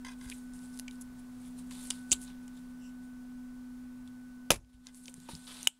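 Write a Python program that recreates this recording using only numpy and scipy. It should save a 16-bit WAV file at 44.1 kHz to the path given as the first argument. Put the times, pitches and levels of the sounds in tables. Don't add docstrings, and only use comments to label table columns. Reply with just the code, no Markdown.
import sys
import numpy as np
from scipy import signal
from scipy.fft import rfft, irfft
from scipy.io import wavfile
from scipy.ndimage import uniform_filter1d, minimum_filter1d

SR = 44100
rng = np.random.default_rng(int(sys.argv[2]) if len(sys.argv) > 2 else 0)


def to_wav(s):
    ch = np.atleast_2d(s).T
    pcm = np.round(np.clip(ch, -1, 1) * 32767)
    wavfile.write(sys.argv[1], SR, pcm.astype(np.int16))


def gain_from_decibels(decibels):
    exponent = np.asarray(decibels, float) / 20
    return 10 ** exponent


N = 255358


def evened(x):
    return x / np.sqrt(np.mean(x ** 2) + 1e-20)


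def peaked(x, db):
    return gain_from_decibels(db) * x / (abs(x).max() + 1e-12)


def read(points, hz):
    f, value = np.transpose(points)
    return np.interp(np.log(hz + 1), np.log(f + 1), value)


def colour(x, points):
    gain = gain_from_decibels(read(points, np.fft.rfftfreq(N, 1 / SR)))
    return irfft(rfft(x) * gain, N)


def add(mix, s, sound):
    part = mix[round(s * SR):][:len(sound)]
    part += sound[:len(part)]


def resonate(x, hz, width_hz):
    turn = np.exp(2j * np.pi * np.cumsum(hz * np.ones(len(x))) / SR)
    r = np.exp(-np.pi * width_hz / SR)
    smooth = signal.lfilter([1 - r], [1, -r], x / turn)
    return 2 * (turn * smooth).real


def steep(x, hz, width_hz):
    return resonate(resonate(x, hz, width_hz), hz, width_hz)


def wander(length, size):
    once = uniform_filter1d(rng.standard_normal(length), size)
    return evened(uniform_filter1d(once, size))


def drift(top_hz):
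    t = np.arange(0, N + 256, 256) / SR
    slow = sum(np.sin(2 * np.pi * (f * t + rng.random())) / np.sqrt(f)
               for f in np.geomspace(.2, top_hz, num=24))
    return np.interp(np.arange(N) / SR, t, evened(slow))


def blow(s, db):
    # (centre [Hz], width [Hz], level [dB])
    barrel_modes = [(487, 400, -2), (1000, 550, -18.5), (2400, 450, -3), (3300, 1100, -8.5),
                    (5200, 1200, -9), (7000, 4300, -1.5), (10200, 1600, -0.5)]
    t = np.arange(3000) / SR
    crack = np.exp(-t / .0006)
    rattle = gain_from_decibels(-17.5 + 8.5 * wander(3000, size=25)) * np.exp(-t / 0.012)
    shake = rng.standard_normal(3000) * (crack + rattle)
    barrel = sum(gain_from_decibels(d) * evened(resonate(shake, hz, w)) for hz, w, d in barrel_modes)
    knock = steep(rng.standard_normal(3000) * crack, hz=700, width_hz=2200)
    return s, peaked(peaked(barrel, db=4.5) + peaked(knock, db=-6), db)


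def latch(s, db, bright_db):
    # (frequency [Hz], width [Hz], relative level [dB])
    latch_modes = [(2944, 230, -1.5), (3980, 640, -10), (5100, 350, -12), (6850, 480, -3.5),
                   (8300, 330, -12.5), (8840, 270, -9), (9570, 380, -14.5), (10800, 400, -11.5),
                   (15000, 1500, -0.5)]
    t = np.arange(1500) / SR
    sound = np.zeros(1500)
    for k, (hz, w, d) in enumerate(latch_modes):
        octaves = np.log2(hz / latch_modes[0][0])
        decay = gain_from_decibels(db + d + bright_db * octaves) * np.exp(-np.pi * w * t)
        tuning = rng.uniform(.99, 1.01)
        sound += (-1) ** k * decay * np.sin(2 * np.pi * hz * tuning * t)
    return s, sound


def ring(burst, db, low_hz, high_hz, high_db, width):
    edge = np.diff(burst, prepend=0)
    low = steep(edge, low_hz, width * low_hz)
    high = steep(burst, high_hz, width * high_hz)
    crack = np.diff(edge, prepend=0)
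    rings = peaked(low, db=-1.5) + peaked(high, high_db)
    return peaked(rings + peaked(crack, high_db - 7.0), db)


def click(s, db, low_hz, high_hz, high_db):
    cycles, width = 3.96, 0.58
    t = np.arange(1500) / SR
    burst = rng.standard_normal(1500) * np.exp(-t * low_hz / cycles)
    return s, ring(burst, db, low_hz, high_hz, high_db, width)


def scrape(s, length, db, low_hz, high_hz, high_db):
    t = np.arange(5000) / SR
    drag = np.minimum(t / 0.00033, 1) * np.exp(-np.maximum(t - length, 0) / 0.0015)
    unevenness = evened(uniform_filter1d(rng.standard_normal(5000), size=40))
    slips = rng.standard_normal(5000) * gain_from_decibels(3 * unevenness)
    width = 0.21 + 0.3 * np.exp(-length / 0.014)
    return s, ring(slips * drag, db, low_hz, high_hz, high_db, width)


def skid(s, length, tap_db, skid_db):
    # (centre [Hz], width [Hz], relative level [dB])
    part_modes = [(1036, 58, -2.5), (1610, 120, 1.5), (2020, 95, 0), (2470, 70, -6.5), (3110, 110, -7),
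                  (3400, 80, -7), (3820, 60, -14), (4800, 150, -3.5), (5400, 100, -11), (6070, 140, -7),
                  (8500, 300, -6)]
    t = np.arange(round((length + .03) * SR)) / SR
    slips = gain_from_decibels(skid_db + 5.4 * wander(len(t), size=120)) * np.exp(-np.maximum(t - length, 0) / .003)
    tap = gain_from_decibels(tap_db) * np.exp(-t / 0.0038)
    shake = rng.standard_normal(len(t)) * (slips + tap)
    return s, 4 * sum(gain_from_decibels(d) * resonate(shake, hz, w) * (100 / w) ** .5 for hz, w, d in part_modes)


def ping(s, db, hz, t60):
    t = np.arange(round(t60 * SR)) / SR
    cluster = evened(steep(rng.standard_normal(len(t)), hz, 0.21 * hz))
    return s, gain_from_decibels(db - 60 * t / t60) * cluster * np.minimum(t / .001, 1)


def thud(s, db, centre_hz):
    # (frequency [Hz], decay time t60 [s])
    bench_modes = [(30, 0.25), (60, 0.14), (92, .11), (160, 0.098), (250, 0.054), (330, 0.054),
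                   (520, 0.022), (915, 0.027)]
    reach_db = -17
    t = np.arange(SR // 4) / SR
    sound = np.zeros(len(t))
    for hz, t60 in bench_modes:
        decay = gain_from_decibels(db + reach_db * np.log2(hz / centre_hz) ** 2 - 60 * t / t60)
        onset = np.minimum(t * hz * 2, 1)
        pair = np.sin(2 * np.pi * hz * t) + 0.39 * np.sin(2 * np.pi * 1.3 * hz * t)
        sound += decay * onset * pair
    return s, sound


def rub(s, rise, fall, db, low_db):
    band_hz = (3900, 8500, 895, 13500)
    band_widths = (3300, 5470, 1823, 4500)
    band_lifts = (-0.11, .08, 0.047, 0.024)
    band_levels = (low_db, 0, low_db - 7.5, -7.5)
    edge_db, roundness = -22.5, 1.035
    t = np.arange(-1.5 * rise, 1.5 * fall, 1 / SR)
    slack = np.where(t < 0, -t / rise, t / fall)
    sound = np.zeros(len(t))
    for band_db, hz, width_hz, share in zip(band_levels, band_hz, band_widths, band_lifts):
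        lift = 1 + share * (1 - slack)
        grit = rng.standard_normal(len(t)) * gain_from_decibels(2.5 * wander(len(t), size=90))
        core_hz = hz * lift * (1 + .1 * wander(len(t), size=900))
        core = steep(grit, core_hz, .25 * width_hz)
        band = evened(steep(grit, hz * lift, width_hz)) + 0.4 * evened(core)
        sound += gain_from_decibels(band_db) * evened(band)
    sound *= gain_from_decibels(db + edge_db * slack ** roundness)
    return max(s + t[0], 0), sound[t >= -s]


def squeak(length):
    # (centre [Hz], width [Hz], rms level before the swell [dB])
    squeak_rings = [(2810, 400, -68.5), (5600, 700, -69), (7500, 700, -70)]
    grit = rng.standard_normal(round(length * SR))
    rings = sum(gain_from_decibels(db) * evened(steep(grit, hz, w)) for hz, w, db in squeak_rings)
    return rings * signal.windows.hann(len(grit))


def fan():
    # (time [s], level [dB])
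    fan_levels = [(0, 0.5), (1.4, 1.5), (2.1, 1.5), (3.0, -0.5), (3.8, -0.5), (4.5, -2), (5.79, -5)]
    # (frequency [Hz], rms level before the shared level [dB], waver [dB])
    hum_tones = [(116.3, -71, 2.5), (180.2, -69.5, 4), (249.5, -47.5, 1.17), (738, -81, 2.5)]
    # (time [s], rms level before the shared level [dB])
    whine_levels = [(0, -68.5), (.4, -69), (.95, -66.5), (1.55, -78), (2.05, -65), (2.64, -72),
                    (3.1, -66.5), (3.85, -69.5), (4.4, -65), (5.0, -69), (5.5, -62.5)]
    # (frequency [Hz], relative density [dB per Hz])
    air_shape = [(15, -5), (30, -1.5), (50, -6.5), (90, -17), (180, -12.5), (300, -19), (600, -25),
                 (1050, -23.5), (1800, -29.5), (3000, -34.5), (6000, -35.5), (10500, -35.5), (13000, -32),
                 (15500, -26.5)]
    air_db = -57.5
    t = np.arange(N) / SR
    tones = hum_tones + [(1499, np.interp(t, *np.transpose(whine_levels)), 1.2)]
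    hum = np.zeros(N)
    for hz, db, waver in tones:
        strength = np.sqrt(2) * gain_from_decibels(db + waver * drift(top_hz=12))
        phase = 2 * np.pi * (hz * t + rng.random()) + 0.34 * drift(top_hz=7.7)
        hum += strength * np.sin(phase)
    air = colour(rng.standard_normal(N), air_shape)
    return gain_from_decibels(np.interp(t, *np.transpose(fan_levels))) * (hum + gain_from_decibels(air_db) * evened(air))


def room(x):
    # (frequency [Hz], t60 [s])
    decay_times = [(300, 0.22), (1500, 0.16), (4000, 0.043), (9000, .12), (14000, 0.084)]
    taps = np.zeros(SR // 2)
    at = np.arange(80, len(taps) - 20, 20)
    taps[at + rng.integers(0, 20, len(at))] = rng.choice([-1., 1.], len(at))
    hz, t, z = signal.stft(taps, SR, nperseg=128)
    decay = gain_from_decibels(-60 * t / read(decay_times, hz)[:, None])
    tail = signal.istft(z * decay, SR, nperseg=128)[1]
    return signal.fftconvolve(x, tail / np.linalg.norm(tail))[:N]


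def scene():
    # (time [s], peak level [dB])
    blows = [(4.5049, -4), (4.5055, -5.5), (4.5078, -0.5), (4.5097, -18), (4.5162, -1), (4.5224, -5),
             (4.528, -17), (4.5351, -9.5), (4.543, -17), (4.5486, -28), (4.558, -18), (4.562, -17.5)]
    # (time [s], knock level [dB], brightness [dB per octave])
    latch_knocks = [(5.672, -7.5, -8), (5.6733, -8, 2.5)]
    # (time [s], peak level [dB], low ring [Hz], high ring [Hz],
    # high ring peak where the low ring has -1.5 [dB])
    clicks = [(0.2992, -28, 3500, 9300, 5.5), (.536, -43, 4800, 8800, 3), (0.775, -36, 5600, 8500, 15),
              (0.79, -29.5, 4500, 9800, 9), (0.7968, -22, 3900, 10200, 7.5),
              (0.8808, -36.5, 2460, 5100, -6), (0.591, -45, 4700, 7500, -6), (0.9105, -41, 3570, 9000, -4),
              (0.956, -48, 4500, 8000, 5), (1.7104, -41.5, 1950, 10400, -17), (1.9039, -17, 4500, 9000, 12),
              (1.907, -17.5, 2900, 8160, 1), (2.2787, -45, 3600, 6200, -9), (2.302, -48.5, 2720, 4000, -15),
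              (1.673, -53, 6000, 10500, 3), (2.479, -42, 2550, 7500, 11), (4.076, -46, 3000, 7900, -3.5),
              (4.647, -47, 2510, 5010, -3), (4.8692, -25.5, 3520, 5860, 2), (4.946, -36.5, 5200, 8200, 17),
              (5.0576, -32.5, 3500, 5460, 14), (5.081, -32.5, 2700, 5100, -6),
              (5.1412, -28.5, 7200, 9900, 24), (5.202, -40, 4500, 9500, 10.5), (5.286, -45, 2270, 3900, -8),
              (5.3518, -31.5, 4500, 8100, -12), (5.364, -43, 8000, 12000, -9),
              (5.47, -37.5, 3170, 9600, -17), (5.63, -25.5, 5600, 9100, -3)]
    # (time [s], length [s], then the columns of the clicks from the peak on)
    scrapes = [(0.315, 0.011, -36.5, 2440, 8400, -23), (0.729, .018, -50, 5200, 9100, -4),
               (1.011, 0.013, -35, 7000, 10500, 13), (2.111, 0.0055, -31.5, 4030, 8000, -1),
               (2.1165, 0.012, -9.5, 2700, 7100, 13), (2.1277, .002, -13, 3300, 8200, 7.5),
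               (2.129, 0.0069, -21, 4100, 10500, 2)]
    # (start [s], length [s], tap drive [dB], slip drive [dB])
    skids = [(.048, 0.086, -37.5, -55.5), (.21, 0.094, -66, -59.5), (2.27, 0.045, -66, -67.5),
             (4.86, 0.0365, -61, -61)]
    # (time [s], starting level [dB], centre [Hz], t60 [s])
    pings = [(0.8796, -43, 2330, 0.034), (1.91, -50, 4900, .12), (2.144, -54, 3300, 0.068),
             (4.6, -57, 6300, 0.11), (5.675, -42.5, 3050, 0.22), (5.674, -38, 10840, 0.093),
             (5.675, -40, 7950, 0.21)]
    # (time [s], push level [dB], centre [Hz])
    thuds = [(.26, -41, 60), (2.117, -35, 330), (2.12, -40, 60), (4.075, -50.5, 90.6), (4.505, -19.5, 40),
             (4.504, -23, 407), (4.515, -20.5, 150), (4.543, -23, 226), (4.563, -22.5, 84),
             (4.635, -36, 70), (4.744, -39, 60), (5.085, -45, 520), (5.18, -42.5, 162), (5.289, -36.5, 915),
             (5.29, -35.5, 478), (5.334, -34.5, 134), (5.672, -37, 920)]
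    # (time of firmest pressure [s], rise [s], fall [s],
    # level of the high band [dB], low band over high [dB])
    strokes = [(.0, 0.00086, 0.043, -73, -1), (0.051, 0.0026, .1, -63, 0), (.12, 0.053, 0.04, -64, -2),
               (0.241, 0.089, 0.15, -57.5, -9), (.32, .1, 0.17, -53.5, -11.5),
               (0.548, 0.032, 0.079, -57.5, -14), (.64, 0.13, 0.14, -59.5, -12),
               (.77, 0.13, 0.073, -58.5, -14), (.926, 0.048, 0.093, -63.5, -9),
               (1.017, 0.018, 0.014, -52, -27), (1.195, 0.062, 0.036, -63.5, -10),
               (1.475, 0.24, 0.092, -62, -8), (1.59, 0.036, 0.05, -55, -9), (1.71, 0.0035, 0.22, -53, -1.5),
               (1.839, 0.19, 0.25, -50.5, -11.5), (1.909, 0.011, 0.16, -57.5, -0.5),
               (2.105, 0.054, 0.0096, -59.5, -12), (2.137, 0.0021, 0.052, -51.5, -1),
               (2.226, .07, 0.068, -50, -18), (2.29, 0.1, .1, -67, 4.5), (2.432, 0.029, 0.068, -69, -15),
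               (2.573, 0.086, 0.099, -66, -3.5), (2.7, .1, .1, -74, -7), (2.86, .15, 0.13, -71.5, -14),
               (3.037, .04, .09, -68.5, -12.5), (4.081, 0.043, 0.045, -75, -1),
               (4.7, .015, 0.018, -68, 5.5), (4.74, 0.022, 0.035, -63.5, 2.5), (4.87, .05, 0.066, -58.5, 0),
               (4.959, .04, .13, -52, -30), (5.04, 0.016, .015, -55, -29), (5.165, .015, 0.037, -61.5, -25),
               (5.089, .1, .04, -52, -11.5), (5.281, 0.39, 0.0041, -67, 0.5),
               (5.289, .002, 0.14, -50, -0.5), (5.475, 0.0042, 0.47, -54.5, 3),
               (5.66, 0.77, 0.0097, -54, -6)]
    # (start [s], length [s])
    squeak_time = (2.77, .17)
    room_db = -16
    near = np.zeros(N)
    for play, table in ((blow, blows), (latch, latch_knocks), (click, clicks), (scrape, scrapes),
                        (skid, skids), (ping, pings), (thud, thuds), (rub, strokes)):
        for row in table:
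            add(near, *play(*row))
    add(near, squeak_time[0], squeak(squeak_time[1]))
    return (near + gain_from_decibels(room_db) * room(near) + fan())[None]


def band_limit(x):
    return signal.sosfilt(signal.butter(12, 17120, fs=SR, output="sos"), x)


def record(dry):
    # (frequency
    # [Hz], gain [dB])
    treble_response = [(9000, 0.5), (11000, -0.5), (12500, -8), (15600, -11.5), (16000, -35.5), (17000, -41)]
    hiss_db = -77
    heard = colour(dry[0], treble_response)
    over = np.clip((abs(heard) - .38) / .03, 0, 1)
    held = -minimum_filter1d(-over, size=4001, origin=2000)
    r = np.exp(-1 / (0.012 * SR))
    pull = np.log(signal.lfilter([1 - r], [1, -r], held) + 1e-9)
    t = np.arange(N) / SR
    dip_db = sum(db * np.exp(np.maximum.accumulate(pull + t / s) - t / s)
                 for db, s in ((7.4, 0.3), (8.55, 0.25)))
    hiss = gain_from_decibels(hiss_db) * colour(rng.standard_normal(N), treble_response)
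    ducked = heard * gain_from_decibels(-dip_db) + hiss
    limited = ducked / (1 + abs(ducked / .43) ** 4) ** (1 / 4)
    return band_limit(limited[None])


dry = scene()
out = record(dry)
to_wav(out)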